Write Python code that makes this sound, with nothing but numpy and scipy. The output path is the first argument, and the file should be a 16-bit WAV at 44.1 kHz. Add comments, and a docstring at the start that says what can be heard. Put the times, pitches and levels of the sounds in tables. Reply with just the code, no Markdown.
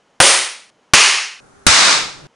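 """In a small room, a capacitor bank is shorted through thin wire on a table three times.
Each wire bursts with a push of air and a sharp crack. The table thuds, glass and metal on it ring,
and the room rings on. The bangs overload a camera's sound, then its gain control holds the ringing
down until it sinks towards the hiss. Two bangs are in mono; the third is in stereo, with the rumble
of a jolted camera. Hard cuts join the three bangs and a last moment of hiss."""
import sys
import numpy as np
from scipy import signal
from scipy.fft import irfft, next_fast_len
from scipy.io import wavfile

SR = 44100
rng = np.random.default_rng(int(sys.argv[2]) if len(sys.argv) > 2 else 0)


def inscribe(sig):
    """Save sig as 16-bit PCM at rate SR to the path in sys.argv[1].

    A 1-D sig is mono; a 2-D sig holds one channel per row.
    Samples are clipped to [-1, 1] before scaling.
    """
    pcm = np.round(np.clip(np.atleast_2d(sig).T, -1, 1) * 32767)
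    wavfile.write(sys.argv[1], SR, pcm.astype(np.int16))


N = 103635

# A fade time (T60) is the time a sound takes to drop by 60 dB.
# The times, in seconds, of the cuts between the four parts.
CUT_TIMES = [.703, 1.403, 2.27]
# The tone of each camera's hiss. Each row: frequency in Hz, relative level in dB.
MONO_HISS_TONE = [(30, -18), (90, -9), (160, -2), (250, 0), (330, -3), (480, 0), (900, -2), (1500, -7),
                  (2800, -12), (3080, -8), (3300, -14), (4500, -17), (6700, -17), (7500, -23), (10000, -27)]
STEREO_HISS_TONE = [(30, -6), (160, -1), (260, 0), (350, -5), (398, 5), (450, -8), (580, -1), (680, -9),
                    (780, -1), (950, -9), (1400, -3), (1900, -14), (2800, -21), (5000, -22), (6500, -18),
                    (8000, -23), (10000, -21)]
# The rumble of the jolted camera. Each row: time in seconds, level in dB.
JOLT_LEVELS = [(1.7, -80), (1.85, -47), (1.96, -37), (2.05, -38), (2.12, -49), (2.19, -43), (2.26, -43)]
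# The tone of that rumble. Each row: frequency in Hz, relative level in dB.
JOLT_TONE = [(30, -6), (80, -7), (115, -5), (140, 7), (175, -4), (230, -5), (320, 0), (430, -8), (600, -6),
             (1000, -13), (2000, -18), (5000, -22), (10000, -35)]
# How the room dies away around each camera. Each row: frequency in Hz, base fade time in seconds.
MONO_ROOM_FADES = [(60, .28), (200, .4), (500, .44), (1000, .48), (2200, .55), (3300, .51), (5000, .51),
                   (10000, .45)]
STEREO_ROOM_FADES = [(60, .38), (150, .53), (500, .51), (1000, .47), (2300, .465), (5000, .47),
                     (10000, .41)]
# The tone of the room's ring and of the crack, one list per bang.
# Each row: frequency in Hz, relative level in dB.
RING_TONES = [
    [(24, -67), (40, -37), (117, -22), (144, -19.5), (224, -23), (252, -14), (311, -14), (349, -6),
     (496, -6), (544, -1), (584, -6), (720, -6), (772, -4), (1170, -4.5), (1290, -3.5), (1750, -6.5),
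     (1920, -3), (2310, -4.5), (2980, -4), (5100, -5.5), (6000, -4), (7940, -8), (8710, -3), (9570, -2),
     (10500, -11), (13600, -41), (22000, -120)],
    [(24, -55.5), (40, -38), (80, -29.5), (151, -22.5), (241, -22), (277, -17), (341, -17), (421, -8),
     (462, -14), (597, -10), (656, -12), (888, -6), (952, -6), (1170, -3), (1450, -6.5), (1550, -5),
     (2850, 0), (3270, -4), (3770, -8), (4040, -4), (6140, -5), (6900, -6), (7940, -12), (9570, -9),
     (10500, -18), (13600, -48), (22000, -120)],
    [(24, -61), (40, -31), (103, -34.5), (160, -19), (188, -13), (237, -18), (279, -11), (320, -17.5),
     (532, -9), (583, -12), (625, -9), (735, -9), (844, -5.5), (1060, -3), (1140, -1), (1250, 0),
     (1370, -1.5), (1470, -2), (1730, -3.5), (2390, -2), (3150, -6.5), (3620, -2), (5740, -4), (8310, -9),
     (10000, -14), (13000, -44), (22000, -120)],
]
CRACK_TONES = [
    [(40, -18), (170, -12), (260, -10), (400, -12), (550, 3), (700, -1), (1100, -4), (1550, 0), (1900, -8),
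     (3300, -7), (5000, -14.5), (7900, -20), (10000, -14)],
    [(40, -19), (170, -9), (340, -6), (480, 0), (650, -1), (870, -2), (1400, 1), (2300, 1), (3000, -6),
     (5700, -10), (7500, -17), (10000, -14)],
    [(40, -3), (100, 4), (220, -1), (430, -4), (630, 5), (850, -6), (1020, 1), (1300, 2), (2200, -4),
     (4400, -5), (5700, -2), (10000, -1)],
]
# The notes of the glass and metal, one list per bang.
# Each row: pitch in Hz, relative level in dB, fade time in seconds (capped at OBJECT_MAX_T60_S).
OBJECT_NOTES = [
    [(1249, -13, 0.51), (1922, -12, 0.53), (3090, -10, 0.48), (4479, -12, 0.49), (4737, -15, 0.58),
     (5879, -14, 0.51), (6352, -16, 0.56), (7381, -14, 0.43), (8640, -7, 0.29), (8710, -11, 0.39),
     (8899, -12, 0.41), (9222, -17, 0.62), (9528, 0, 0.19), (9830, -15, 0.46)],
    [(1879, -3, 0.51), (2439, -8, 0.75), (2950, 0, 0.39), (3020, -10, 0.65), (4059, -13, 0.89),
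     (4850, -12, 0.66), (5093, -9, 0.62), (5410, -8, 0.51), (5905, -2, 0.28), (6740, -8, 0.48),
     (8651, -12, 0.52), (9281, -2, 0.25), (9421, -11, 0.45), (9641, -13, 0.53)],
    [(1400, -6, 1.2), (2008, -8, 1.1), (2428, -1, 0.62), (3478, -21, 5.0), (3650, -5, 0.79),
     (3892, 0, 0.41), (4215, -11, 2.7), (5259, -14, 2.3), (5927, -9, 1.1), (6546, -18, 4.0),
     (6740, -11, 1.1), (7795, -10, 0.77)],
]
OBJECT_LEVELS_DB, OBJECT_MAX_T60_S = [-3, -3.5, 7.5], .43
# The table's thud at each bang. Each row: level in dB, pitch in Hz, spread in Hz, fade time in seconds.
TABLE_THUDS = [(-35, 130, 70, .22), (-12, 400, 260, .24), (18, 100, 34, .135)]
# Nearby surfaces throw the blast back. Each row: delay in seconds, relative level in dB.
NEAR_ECHOES = [(.0034, -10), (.0165, -8)]
# The bursting wires. Each row: start in seconds, blast level in dB, length of the push in seconds,
# crack level in dB, room level in dB, a number that multiplies the room's fade times.
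WIRE_BURSTS = [(.2019, 9.5, .0006, 12.5, 11.2, .92), (.9356, 10, .0006, 15, 17.2, .88),
               (1.6661, 30, .002, 22, 25.2, 1.0)]
# How alike left and right are in stereo.
# Each row: frequency in Hz, likeness (1 is the same, 0 is unrelated, below 0 is partly opposite).
HISS_AND_JOLT_LIKENESS = [(60, .6), (200, .1), (1000, .1), (9000, 0.27)]
ROOM_LIKENESS = [(60, .8), (150, .2), (300, .4), (1000, .55), (3000, 0.45), (9000, .6)]
TABLE_LIKENESS = [(60, .8), (140, 0)]
WIRE_CRACK_LIKENESS = [(60, .7), (140, -.2), (400, .1), (1500, .3), (9000, 0.17)]
# The gain control for each bang. Each row: limit in dB, softness of the bend in dB,
# level in dB where gentle turning down begins, share of the excess it removes (0 to 1).
GAIN_SETTINGS = [(-6.5, 2, -20, .31), (-6.8, 2, -21, .43), (-9.6, 1.5, -20, .05)]


def amp(db):
    """Turns decibels into a number to multiply by."""
    return 10 ** (np.asarray(db) / 20)


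def fade(t, t60):
    """A smooth fade that drops 60 dB in t60 seconds."""
    return np.exp(-np.log(1000) * t / t60)


def look_up(points, hz):
    """Finds values between a table's rows, giving each octave about equal space."""
    row_hz, values = np.transpose(points)
    return np.interp(np.log(hz + 1), np.log(row_hz + 1), values)


def noise(tone, likeness=None):
    """Left and right noise with a given tone; both sides match unless a likeness is given."""
    size = next_fast_len(N)
    hz = np.fft.rfftfreq(size, 1 / SR)
    a, b, c, d = rng.standard_normal((4, len(hz)))
    same = 1 if likeness is None else np.clip(look_up(likeness, hz), -1, 1)
    left = a + 1j * b
    right = same * left + np.sqrt(1 - same ** 2) * (c + 1j * d)
    spectrum = np.array([left, right]) * amp(look_up(tone, hz)) * (hz < 12000)
    sound = irfft(spectrum, size)[:, :N]
    return sound / sound.std()


def parts():
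    """The samples that each of the four parts fills."""
    edges = [0] + [round(seconds * SR) for seconds in CUT_TIMES] + [N]
    return [slice(start, end) for start, end in zip(edges, edges[1:])]


def smooth(x, seconds):
    """Follows a signal with a lag, evening out quick changes."""
    keep = np.exp(-1 / (seconds * SR))
    return signal.lfilter([1 - keep], [1, -keep], x)


def low_pass(x, hz, taps):
    """Removes the treble above hz; more taps make the edge steeper."""
    weights = signal.firwin(taps, hz, window=("kaiser", 9), fs=SR)
    return signal.oaconvolve(x, weights[None], "same", axes=1)


def hiss(tone, level_db, likeness=None):
    """The steady hiss behind everything."""
    return amp(level_db) * noise(tone, likeness)


def camera_jolt(t):
    """The hand-held camera rumbles as it jolts after the third bang."""
    level_db = np.interp(t, *np.transpose(JOLT_LEVELS))
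    return amp(level_db) * noise(JOLT_TONE, HISS_AND_JOLT_LIKENESS)


def room_ring(t, tone, room_fades, stretch, likeness, rise_s=.006):
    """Echoes quickly fill the room, then each frequency dies away at its own speed."""
    hz, times, spectrum = signal.stft(noise(tone, likeness), SR, nperseg=512, noverlap=384)
    t60 = stretch * look_up(room_fades, hz)[:, None]
    _, ring = signal.istft(spectrum * fade(times, t60), SR, nperseg=512, noverlap=384)
    return ring[:, :N] * (1 - np.exp(-t / rise_s))


def glass_and_metal(t, notes):
    """Things on the table, struck by the blast, ring with pure fading notes."""
    ringing = np.zeros(N)
    for hz, db, t60 in notes:
        wave = np.sin(2 * np.pi * (hz * t + rng.random()))
        ringing += amp(db) * fade(t, min(t60, OBJECT_MAX_T60_S)) * wave
    return ringing


def table_thud(t, level_db, pitch_hz, spread_hz, t60, likeness):
    """The table top shakes briefly in a broad band around one low pitch."""
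    hz = np.geomspace(20, 2000, 60)
    tone_db = -20 * np.log10(1 + ((hz - pitch_hz) / spread_hz) ** 2)
    return amp(level_db) * noise(np.transpose([hz, tone_db]), likeness) * fade(t, t60)


def wire_crack(t, tone, likeness):
    """Reflections from close by blur into one short crack of noise."""
    return noise(tone, likeness) * fade(t, t60=.135)


def blast_wave(t, push_s):
    """The bursting wire gives the air a sudden push, followed by a longer, weaker pull."""
    age = np.maximum(t, 0) / push_s
    return (t >= 0) * (1 - age) * np.exp(-age)


def wire_bang(t, index, room_fades, crack_likeness=None, ring_likeness=None, thud_likeness=None):
    """One wire bursts: a blast with echoes and a crack, then the table and room ring on."""
    start_s, blast_db, push_s, crack_db, room_db, stretch = WIRE_BURSTS[index]
    echoes = sum(amp(db) * blast_wave(t - delay, push_s) for delay, db in NEAR_ECHOES)
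    blast = amp(blast_db) * (blast_wave(t, push_s) + echoes)
    crack = amp(crack_db) * wire_crack(t, CRACK_TONES[index], crack_likeness)
    ring = amp(room_db) * room_ring(t, RING_TONES[index], room_fades, stretch, ring_likeness)
    thud = table_thud(t, *TABLE_THUDS[index], thud_likeness)
    objects = amp(OBJECT_LEVELS_DB[index]) * glass_and_metal(t, OBJECT_NOTES[index])
    sound = crack + ring + thud + objects - blast
    return np.pad(sound, ((0, 0), (round(start_s * SR), 0)))[:, :N]


def scene():
    """Three parts with a bang each and one of hiss alone, joined end to end."""
    t = np.arange(N) / SR
    mono_hiss = hiss(MONO_HISS_TONE, level_db=-58.7)
    first = mono_hiss + wire_bang(t, 0, MONO_ROOM_FADES)
    second = mono_hiss + wire_bang(t, 1, MONO_ROOM_FADES)
    third = wire_bang(t, 2, STEREO_ROOM_FADES, WIRE_CRACK_LIKENESS, ROOM_LIKENESS, TABLE_LIKENESS)
    third += hiss(STEREO_HISS_TONE, level_db=-48.5, likeness=HISS_AND_JOLT_LIKENESS)
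    third += camera_jolt(t)
    sounds = [first, second, third, mono_hiss]
    return np.hstack([sound[:, part] for sound, part in zip(sounds, parts())])


def gain_control(x, settings, firm_share, sense_s, react_s, ceiling_db):
    """Turns loud sound down, but too late for the crack, whose peaks are chopped flat."""
    limit_db, bend_db, gentle_db, gentle_share = settings
    level_db = 10 * np.log10(smooth((x ** 2).mean(0), sense_s) + 1e-12)
    # The level is lowered gently first, then firmly where it still passes the limit.
    gentle_cut_db = gentle_share * bend_db * np.logaddexp(0, (level_db - gentle_db) / bend_db)
    excess_db = level_db - gentle_cut_db - limit_db
    firm_cut_db = firm_share * bend_db * np.logaddexp(0, excess_db / bend_db)
    gain = amp(-smooth(gentle_cut_db + firm_cut_db, react_s))
    return np.clip(x * gain, -amp(ceiling_db), amp(ceiling_db))


def mono_camera(x, settings):
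    """The mono camera holds the level down and rolls off the highest treble."""
    held = gain_control(x, settings, firm_share=.96, sense_s=.0031, react_s=.004, ceiling_db=-.55)
    return low_pass(held, hz=10900, taps=91)


def stereo_camera(x, settings):
    """The stereo camera reacts a little faster and cuts the treble more steeply."""
    held = gain_control(x, settings, firm_share=.93, sense_s=.0026, react_s=.0025, ceiling_db=-.75)
    return low_pass(held, hz=10350, taps=511)


def record(dry):
    """Each part goes through its camera; peaks past full scale are then flattened and smoothed."""
    first, second, third, last = (dry[:, part] for part in parts())
    joined = np.hstack([mono_camera(first, GAIN_SETTINGS[0]),
                        mono_camera(second, GAIN_SETTINGS[1]),
                        stereo_camera(third, GAIN_SETTINGS[2]),
                        mono_camera(last, GAIN_SETTINGS[0])])
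    return low_pass(np.clip(joined, -1, 1), hz=16000, taps=511)


dry = scene()
out = record(dry)
inscribe(out)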